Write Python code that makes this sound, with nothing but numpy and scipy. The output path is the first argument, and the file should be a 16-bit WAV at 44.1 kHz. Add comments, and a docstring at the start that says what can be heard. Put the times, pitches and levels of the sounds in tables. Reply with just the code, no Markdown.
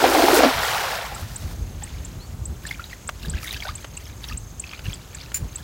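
"""A weighted cast net smacks onto a pond: its sinkers drag air under in gulps, and spray hisses and patters back.
The hand line is then hauled in, swishing, slapping and dripping, and a small metal part clinks once.
A bird chips, a cricket trills on the bank, and a light wind buffets the microphone throughout.
Water is made of decaying bubble tones and coloured noise, metal of damped modes, the bird and the
cricket of gliding sines, and wind of low noise with single eddies."""
import sys
import numpy as np
from scipy import signal
from scipy.fft import rfft, irfft, next_fast_len
from scipy.io import wavfile
from scipy.ndimage import map_coordinates

SR = 44100
rng = np.random.default_rng(int(sys.argv[2]) if len(sys.argv) > 2 else 0)


def write(x):
    x = np.atleast_2d(x).T
    wavfile.write(sys.argv[1], SR, np.round(np.clip(x, -1, 1) * 32767).astype(np.int16))


N = 248525

# All table levels are relative: each layer has a gain of its own.
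# bunches of sinkers that smack in and gulp air: t/s, level/dB, starting f/Hz
SINKERS = [(.040, -6, 783), (.049, -9.5, 520), (.149, -7.5, 776), (.177, -12, 322), (.2208, -8, 703),
           (.238, -10, 365), (.283, -7.5, 850), (.329, -10.5, 370), (.368, -8.5, 462), (.389, -8.5, 520),
           (.432, -5, 690), (.444, -8, 554), (.456, -10.5, 268)]
# pulls that drag the wet line and the net's crown through the surface:
# start t/s, length t/s, wash level/dB, spray level/dB
PULLS = [(1.82, .06, -50.5, -55.5), (2.665, .05, -41.5, -48), (2.79, .13, -50.5, -56),
         (3.228, .03, -43, -50), (3.345, .06, -43, -58), (3.435, .03, -38.5, -39), (3.5, .05, -38.5, -45),
         (3.61, .06, -38, -48.5), (3.78, .02, -50, -56), (3.96, .14, -53, -57), (4.235, .08, -44.5, -50.5),
         (4.66, .09, -45.5, -63), (4.85, .08, -45.5, -52.5), (5.14, .1, -47, -65), (5.54, .04, -50, -54)]
# spectrum of trickling water: f/Hz, level/dB
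TRICKLE_TONE = [(300, -20), (600, -4.5), (1500, -1), (2700, -0.5), (5000, -3), (7000, -10), (10000, -19)]


def splash():
    """Air-cavity resonance: sinkers drag air under in low gulps; spray falls back as small bubbles and mist."""
    # spectra of the churn, the drops and the mist: f/Hz, level/dB
    plunge_tone = [(150, -32), (215, -10), (270, 1), (400, -2), (700, -2.5), (1000, -10.5), (1600, -28),
                   (3000, -60)]
    drop_tone = [(200, -20), (350, -8), (550, -2.5), (750, 2.5), (1200, -2), (1700, -3), (2200, -6),
                 (4000, -10.5), (5500, -16.5), (9000, -40)]
    mist_tone = [(2000, -19), (4000, -1.5), (5500, -1.5), (8000, -5), (9500, -7), (12000, -7),
                 (15500, -4.5)]
    churn_level, drop_level, mist_level = splash_levels()

    pockets = froth(rate=600, low_hz=252.4, high_hz=1200, cycles=20, glide=-0.046, spread_db=1.5,
                    size=2 * SR // 3)
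    churn = coloured(pockets, plunge_tone)

    small = froth(rate=2800, low_hz=1204, high_hz=7040, cycles=18, glide=0.15, spread_db=2.5,
                  size=3 * SR // 2)
    large = froth(rate=450, low_hz=378, high_hz=1407, cycles=30.3, glide=0.26, spread_db=1.5, size=SR)
    patter = coloured(small + 0.39 * large + 0.86 * rng.standard_normal(N), drop_tone)

    beads = froth(rate=4000, low_hz=3000, high_hz=15300, cycles=5.8, glide=0.1, spread_db=3.0, size=2 * SR)
    hiss = coloured(beads + 0.89 * rng.standard_normal(N), mist_tone)

    gulps = np.zeros(N)
    t = np.arange(SR // 8) / SR
    for s, db, hz in SINKERS:
        add(gulps, s, amp(db) * bubble(t, hz, cycles=30.7, glide=-0.11, onset=0.88))
    smacks = bursts(smack_rows(), drop_tone, t60=0.025, attack=0.0003)

    water = churn_level * churn + drop_level * patter + mist_level * hiss
    return water + amp(3.5) * gulps + amp(-7) * smacks


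def splash_levels():
    """Growth and decay of churn, drops and mist: the landing builds, its spray falls back, the foam dies away."""
    landed_s, mesh_s = 0.445, 0.365  # the main landing ends; the mesh hits the water
    fallback_s, fallback_end_s = 0.65, 0.96
    foam_flicker_db = 1.6  # foam bursts in uneven clusters
    bunches = surges(smack_rows(), t60=0.11, attack=0.004)
    landing = held(0, landed_s, rise_db_per_s=0, fall_db_per_s=260, drift_db_per_s=8)
    thrown = held(0, landed_s, rise_db_per_s=0, fall_db_per_s=75, drift_db_per_s=8)
    fallback = held(fallback_s, fallback_end_s, rise_db_per_s=40, fall_db_per_s=66, drift_db_per_s=-15)
    foam = held(fallback_end_s, 1.5, rise_db_per_s=100, fall_db_per_s=80, drift_db_per_s=-6)
    foam = foam * amp(foam_flicker_db * wobble(35))
    mesh = swell(mesh_s, 0.05)
    fine_thrown = held(0.14, mesh_s, rise_db_per_s=24, fall_db_per_s=40, drift_db_per_s=-2)
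    fine_fallback = held(fallback_s, fallback_end_s, rise_db_per_s=90, fall_db_per_s=120,
                         drift_db_per_s=-19)

    churn = amp(-23) * landing + amp(-17.5) * bunches
    # the parts of drops and of mist add by power
    drop_parts = [amp(-22.5) * thrown, amp(-13.5) * bunches, amp(-22.7) * fallback, amp(-45) * foam]
    mist_parts = [amp(-26.5) * fine_thrown, amp(-20.5) * mesh, amp(-30.5) * fine_fallback, amp(-43.5) * foam]
    return churn, np.linalg.norm(drop_parts, axis=0), np.linalg.norm(mist_parts, axis=0)


def smack_rows(reference_hz=700, db_per_octave=4):
    """Impact strength as rows (t/s, level/dB): a tighter bunch gulps higher and smacks harder."""
    return [(s, db + db_per_octave * np.log2(hz / reference_hz)) for s, db, hz in SINKERS]


def hand_line():
    """Surface entrainment: pulls wash up small bubbles and spray over lapping ripples; the coiled rope slaps."""
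    # ripples lapping along the bank: t/s, level/dB
    lapping_rows = [(1.1, -44), (1.6, -51), (1.97, -45), (2.45, -53), (3.0, -50), (3.6, -47), (3.9, -51),
                    (4.45, -53), (5.05, -48.5), (5.64, -49)]
    # slaps of the rope as it is coiled: t/s, level/dB
    slap_rows = [(3.0873, -29), (3.0905, -16), (3.0935, -24), (3.844, -23), (3.848, -29), (4.205, -41),
                 (4.792, -25.5), (5.318, -24.5)]
    # spectra of a slap and of the fine spray: f/Hz, level/dB
    slap_tone = [(150, -21), (350, -4.5), (900, -4), (1450, -1), (2000, -7), (2800, -4.5), (4000, -14),
                 (8000, -21.5), (15000, -30)]
    fizz_tone = [(3000, -6), (6000, 0), (9000, -1.5), (12000, 0.5), (15500, 1)]

    lapping, = gains(lapping_rows)
    wash, spray = np.zeros((2, N))
    for start, length, wash_db, spray_db in PULLS:
        drag = held(start, start + length, rise_db_per_s=380, fall_db_per_s=230)
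        wash = np.maximum(wash, amp(wash_db) * drag)
        spray = np.maximum(spray, amp(spray_db) * drag)

    plinks = froth(rate=170, low_hz=1202, high_hz=6030, cycles=51, glide=0.2, spread_db=4)
    trickle = froth(rate=700, low_hz=696, high_hz=6500, cycles=20, glide=0.26, spread_db=3.5)
    water = coloured(trickle + 0.82 * plinks + 1.1 * rng.standard_normal(N), TRICKLE_TONE)
    ripples = coloured(trickle + 0.3 * plinks + 2.35 * rng.standard_normal(N), TRICKLE_TONE)
    beads = froth(rate=600, low_hz=4000, high_hz=15000, cycles=22, glide=0.1, spread_db=4)
    fizz = coloured(beads + 1.16 * rng.standard_normal(N), fizz_tone)

    sputter = amp(2.4 * wobble(100))
    pulled = sputter * (amp(-2.5) * wash * water + amp(1.5) * spray * fizz)
    slaps = bursts(slap_rows, slap_tone, t60=0.019, attack=0.00085)
    return pulled + amp(-3.7) * lapping * ripples + amp(-1.5) * slaps


def drips():
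    """Bubble resonance: a drop ticks and traps a bubble of rising pitch; one large pocket gurgles upward."""
    # single distinct drops off the line: t/s, level/dB, starting f/Hz
    single_drops = [(1.117, -27, 780), (1.162, -28, 1290), (1.823, -32, 810), (2.652, -23.5, 1700),
                    (2.710, -17, 2040), (2.795, -23, 1330), (2.841, -24.5, 3760), (2.930, -25, 1900),
                    (3.336, -28, 1550), (3.383, -27, 2500), (3.481, -22, 3490), (3.509, -17.5, 3680),
                    (3.545, -22, 2530), (3.603, -23, 3150), (3.623, -20.5, 2140), (3.652, -23, 1440),
                    (3.683, -23.5, 3540), (3.974, -26.5, 2630), (4.055, -31, 5160), (4.241, -21.5, 3650),
                    (4.287, -23, 5400), (4.324, -25, 2570), (4.640, -23.5, 2460), (4.733, -26, 2380),
                    (4.865, -25, 2600), (4.931, -22.5, 3200)]
    out = np.zeros(N)
    t = np.arange(SR // 10) / SR
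    drops = single_drops + small_drops()
    for s, db, hz in drops:
        add(out, s, amp(db) * bubble(t, hz, cycles=40, glide=0.24, onset=1.74))

    # the pocket wobbles, and its pitch climbs ever faster as it nears the surface
    rise = np.linspace(0, 1, num=SR // 14)
    pitch = 620 + 1400 * rise ** 2 + 70 * wobble(347)[:len(rise)]
    arch = np.sqrt(np.sin(np.pi * rise).clip(0))
    level = amp(-35.5 - 7 * rise + 3.3 * wobble(200)[:len(rise)]) * arch
    add(out, 3.648, level * np.sin(2 * np.pi * np.cumsum(pitch) / SR))

    ticks = bursts(drops, TRICKLE_TONE, t60=0.034, attack=0.001)
    return amp(4.0) * out + amp(-15) * ticks


def small_drops():
    """Random shedding as rows (t/s, level/dB, f/Hz): a pull with a louder wash sheds louder drops."""
    drips_per_s, after_s = 70, 0.03  # shed during each drag and for a moment after it
    centre_hz, spread_octaves = 2900, 0.65
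    over_wash_db, scatter_db = 11, 1.5
    rows = []
    for start, length, wash_db, _ in PULLS:
        span = length + after_s
        when = rng.random(size=64)
        strength, size = rng.standard_normal(size=64), rng.standard_normal(size=64)
        db = wash_db + over_wash_db + scatter_db * strength
        hz = centre_hz * 2 ** (spread_octaves * np.clip(size, -2, 1))
        rows += list(zip(start + span * when, db, hz))[:round(drips_per_s * span)]
    return rows


def clink():
    """Modal vibration: a small metal part is struck, rings in damped modes and rattles to rest."""
    # modes of the part: f/Hz, level/dB, 60 dB decay t/s
    modes = [(2400, -18, 0.04), (4592, -24, 0.1), (7120, -0.5, 0.06), (7542, -15, 0.07), (9868, -19, 0.01),
             (15130, -19, .06)]
    # its contacts: t/s, ring level/dB, click level/dB
    contacts = [(5.343, -15, -17), (5.3555, -33, -25), (5.360, -36, -28), (5.368, -31, -26),
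                (5.3717, -42.5, -33)]
    # spectrum of the rattle: f/Hz, level/dB
    rattle_tone = [(500, -20), (1400, -6), (2300, 2), (3500, -10), (4700, -3), (7000, -1), (8500, -1),
                   (9800, 3.5), (11200, -6), (13200, -7), (15400, 5.5)]
    out = np.zeros(N)
    t = np.arange(SR // 5) / SR
    ring = sum(amp(db - 60 * t / t60) * np.sin(2 * np.pi * hz * t) for hz, db, t60 in modes)
    for s, ring_db, _ in contacts:
        add(out, s, amp(ring_db) * ring * (1 - np.exp(-t / 0.0014)))
    clicks = [(s, click_db) for s, _, click_db in contacts]
    rattle = bursts(clicks, rattle_tone, t60=0.04, attack=0.0004)
    return amp(2.5) * out + amp(0.5) * rattle


def birds():
    """Frequency modulation: one bird repeats a sharp upward chip; a far one whistles once."""
    # chips: t/s, level/dB
    chip_rows = [(1.1465, -29), (1.359, -23.5), (1.834, -25.5), (2.0484, -27), (2.4543, -25),
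                 (2.665, -28.5), (3.075, -26), (3.297, -24), (3.753, -25), (3.969, -24.5), (4.3732, -23.5),
                 (4.596, -20.5), (4.937, -27.5), (5.147, -25.5), (5.557, -22)]
    # contours of the two calls: t/s, f/Hz, level/dB
    chip = [(0, 5200, -18), (.001, 7530, -2), (.003, 7180, -4), (.005, 7850, -2), (.009, 8300, -9),
            (.013, 8950, -24.5), (.016, 9000, -47.5)]
    whistle = [(0, 3700, -15), (.02, 4050, 0), (.045, 4400, 1), (.065, 4480, -3), (.08, 4350, -22)]
    out = np.zeros(N)

    def note(shape, rough):
        """A sine follows the contour, with an unsteady pitch and level."""
        s, hz, db = np.transpose(shape)
        t = np.arange(0, s[-1], 1 / SR)
        quaver = rough * np.interp(t, np.linspace(0, s[-1], num=14), rng.standard_normal(size=14))
        pitch = np.interp(t, s, hz) * (rng.normal(1, 0.012) + 0.026 * quaver)
        return amp(np.interp(t, s, db) + 2.2 * quaver) * np.sin(2 * np.pi * np.cumsum(pitch) / SR)

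    for s, db in chip_rows:
        add(out, s, amp(db) * note(chip, rough=1))
    add(out, 2.185, amp(-47) * note(whistle, rough=0.25))
    return out


def insects(stroke_hz=29.8, pitch_hz=6380):
    """Stridulation: each wing stroke swells and sags in pitch; more insects shimmer far off as noise."""
    # cricket trills: start t/s, end t/s, level/dB
    trill_rows = [(1.38, 2.21, -55), (2.43, 3.15, -56.5), (3.42, 4.93, -52), (5.085, 5.19, -52),
                  (5.47, 5.57, -52)]
    # spectrum of the far insects: f/Hz, level/dB
    insect_tone = [(4000, -28), (5800, -10), (6700, -1), (7150, -5.5), (7650, -4), (8200, -13), (9500, -28)]
    t = np.arange(N) / SR
    stroke = (t * stroke_hz + 0.15 * wobble(3)) % 1  # position within the stroke, 0 to 1
    pitch = pitch_hz * (1 - 0.055 * (stroke - 0.5) + 0.0202 * wobble(1200))
    level = sum(amp(db) * np.clip(np.minimum(t - start, end - t) / 0.0092, 0, 1)
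                for start, end, db in trill_rows)
    strokes = amp(1.9 * wobble(20)) * np.sin(np.pi * stroke) ** 2
    trill = level * unit(strokes * np.sin(2 * np.pi * np.cumsum(pitch) / SR))
    shimmer = amp(-57.5 + 1.7 * wobble(2) + 2.1 * wobble(60)) * noise(insect_tone)
    return amp(-3.5 + wobble(4.16)) * trill + shimmer


def wind():
    """Turbulent pressure: lumpy buffeting swells in gusts around single eddies, over the soft rush of open air."""
    # breeze on the microphone: t/s, level/dB
    breeze_rows = [(0.0, -40), (0.67, -42), (1.21, -40), (1.33, -37), (1.9, -36), (2.65, -38), (2.86, -43),
                   (3.04, -43), (3.37, -41), (3.97, -43), (4.25, -38), (4.6, -42), (5.51, -42), (5.64, -41)]
    # short gusts with an eddy at the heart of each: t/s, eddy level/dB, eddy f/Hz
    gust_rows = [(.561, -26, 90), (1.246, -24.5, 89), (1.456, -21, 70), (1.626, -20, 65), (2.421, -23, 100),
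                 (2.509, -20.5, 71), (3.286, -20, 150), (3.354, -18, 65), (3.55, -26, 70), (3.70, -26, 70),
                 (4.346, -25, 65), (4.887, -20, 120), (5.431, -19.5, 109)]
    # spectra of the buffeting and of the open air: f/Hz, level/dB
    wind_tone = [(20, -34), (32, -13.5), (48, 0), (75, -1.5), (110, -5.5), (170, -12), (260, -19),
                 (500, -29.5), (1200, -39.5), (4000, -80)]
    air_tone = [(100, -10), (300, 0.5), (600, -3), (1200, -5.5), (2500, -17.5), (5000, -16.5), (10000, -17),
                (15500, -17)]
    gust_s, gust_under_eddy_db = 0.085, -10
    breeze, = gains(breeze_rows)
    buffet = amp(2) * breeze
    eddies = np.zeros(N)
    t = np.arange(SR // 10) / SR - 0.05  # time from the middle of the eddy
    for s, db, hz in gust_rows:
        buffet = np.maximum(buffet, amp(db + gust_under_eddy_db) * swell(s, gust_s))
        add(eddies, s + t[0], -amp(db) * np.sin(2 * np.pi * hz * t) * np.exp(-(t * hz / 0.7) ** 2))
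    rumble = buffet * unit(amp(1.4 * wobble(22.02)) * noise(wind_tone))
    air = amp(-49.5 + 0.43 * wobble(1.75)) * noise(air_tone)
    return rumble + eddies + air


def banks(x, t60=0.17):
    """Diffuse scattering: the grassy banks return a faint short tail, as convolution with decaying noise."""
    t = np.arange(SR // 3) / SR
    tail = rng.standard_normal(len(t)) * amp(-60 * t / t60) * (1 - np.exp(-t / 0.005))
    return signal.fftconvolve(x, tail / np.linalg.norm(tail))[:N]


def bubble(t, hz, cycles, glide, onset):
    """Damped resonance: an air pocket falls 60 dB in so many cycles, gliding in pitch, after a swell of onset cycles."""
    age = t * hz / cycles
    tone = np.sin(2 * np.pi * hz * t * (1 + glide * age / 2))
    return tone * np.exp(-np.log(1000) * age) * (1 - np.exp(-t * hz / onset))


def froth(rate, low_hz, high_hz, cycles, glide, spread_db, size=N):
    """Superposition: a steady swarm of random bubbles, rate a second, size samples long and then repeated."""
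    when, pitch, chance, lag = rng.random((int(rate * size / SR), 4), dtype=np.float32).T
    hz = low_hz * (high_hz / low_hz) ** pitch
    steps = np.arange(int(cycles * SR / low_hz / 2))
    # small bubbles are brief but sharp
    strength = amp(-spread_db * np.log(np.clip(chance, 0.02, 1))) * hz / low_hz
    t = (steps.astype(np.float32) + lag[:, None]) / SR
    rings = strength[:, None] * bubble(t, hz[:, None], cycles, glide, onset=0.45)
    at = (when * size).astype(int)[:, None] + steps
    swarm = np.bincount(at.ravel(), rings.ravel(), size)[:size]
    return np.resize(unit(swarm), N)


def bursts(rows, tone, t60, attack):
    """Impact noise: short decaying puffs of coloured noise at rows (t/s, level/dB)."""
    return surges(rows, t60, attack) * noise(tone)


def surges(rows, t60, attack):
    """Exponential decay: a gain that jumps and dies away at each row (t/s, level/dB)."""
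    level = np.zeros(N)
    t = np.arange(SR // 4) / SR
    for s, db, *_ in rows:
        add(level, s, amp(db - 60 * t / t60) * (1 - np.exp(-t / attack)))
    return level


def held(start, end, rise_db_per_s, fall_db_per_s, drift_db_per_s=0):
    """Linear decibel slopes: a gain that rises to 1 at start, drifts until end and then falls."""
    t = np.arange(N) / SR
    drift = drift_db_per_s * (np.clip(t, start, end) - start)
    rise = rise_db_per_s * np.maximum(start - t, 0)
    fall = fall_db_per_s * np.maximum(t - end, 0)
    return amp(np.maximum(drift - rise - fall, -120))


def swell(middle, length):
    """Smooth envelope: a round-topped gain of 1 at its middle, length seconds wide at half gain."""
    return 1 / (1 + np.square(np.square(2 * (np.arange(N) / SR - middle) / length)))


def gains(rows):
    """Decibel interpolation: one gain per sample for each level column, silent outside the rows."""
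    s, *cols = np.transpose(rows)
    t = np.arange(N) / SR
    gate = np.clip(np.minimum(t - s[0], s[-1] - t) / 0.026 + 1, 0, 1)
    return [gate * amp(np.interp(t, s, c)) for c in cols]


def wobble(rate):
    """Slow random modulation: a smooth curve through rate random knots a second."""
    return map_coordinates(rng.standard_normal(int(N * rate / SR) + 4), [np.arange(N) * rate / SR])


def noise(tone):
    """Spectral shaping of white noise, at rms 1."""
    return coloured(rng.standard_normal(N), tone)


def coloured(x, tone):
    """Spectral shaping: x filtered by (f/Hz, level/dB) points, at rms 1."""
    f, db = np.transpose(tone)
    return unit(filtered(x, lambda hz: amp(np.interp(np.log(hz + 1), np.log(f), db))))


def filtered(x, response):
    """Linear filtering: the spectrum of x times a response of frequency."""
    m = next_fast_len(N + 8192)  # padded so that the filter's ringing does not wrap onto the start
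    return irfft(rfft(x, m) * response(np.fft.rfftfreq(m, 1 / SR)), m)[:N]


def amp(db):
    """Logarithmic level: decibels to gain."""
    return 10 ** (np.asarray(db) / 20)


def unit(x):
    """Power normalization: scale to rms 1."""
    return x / np.sqrt(np.mean(x ** 2) + 1e-20)


def add(track, s, sound):
    """Superposition: mix a sound into the track at s seconds."""
    part = track[max(round(s * SR), 0):][:len(sound)]
    part += sound[:len(part)]


def scene():
    """Superposition of all sources at one microphone on the shore."""
    near = drips() + clink()
    calls = birds()
    scattered = banks(amp(-14) * near + amp(-19) * calls)
    mix = splash() + hand_line() + near + calls + scattered + insects() + wind()
    return mix[None]


def record(dry):
    """Saturation and band limiting: the recorder rounds the highest peaks and keeps nothing above its limit."""
    top_hz = 15850
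    rounded = dry[0] / (1 + np.abs(dry[0] / 0.95) ** 6) ** (1 / 6)
    return filtered(rounded, lambda hz: hz < top_hz)[None]


dry = scene()
out = record(dry)
write(out)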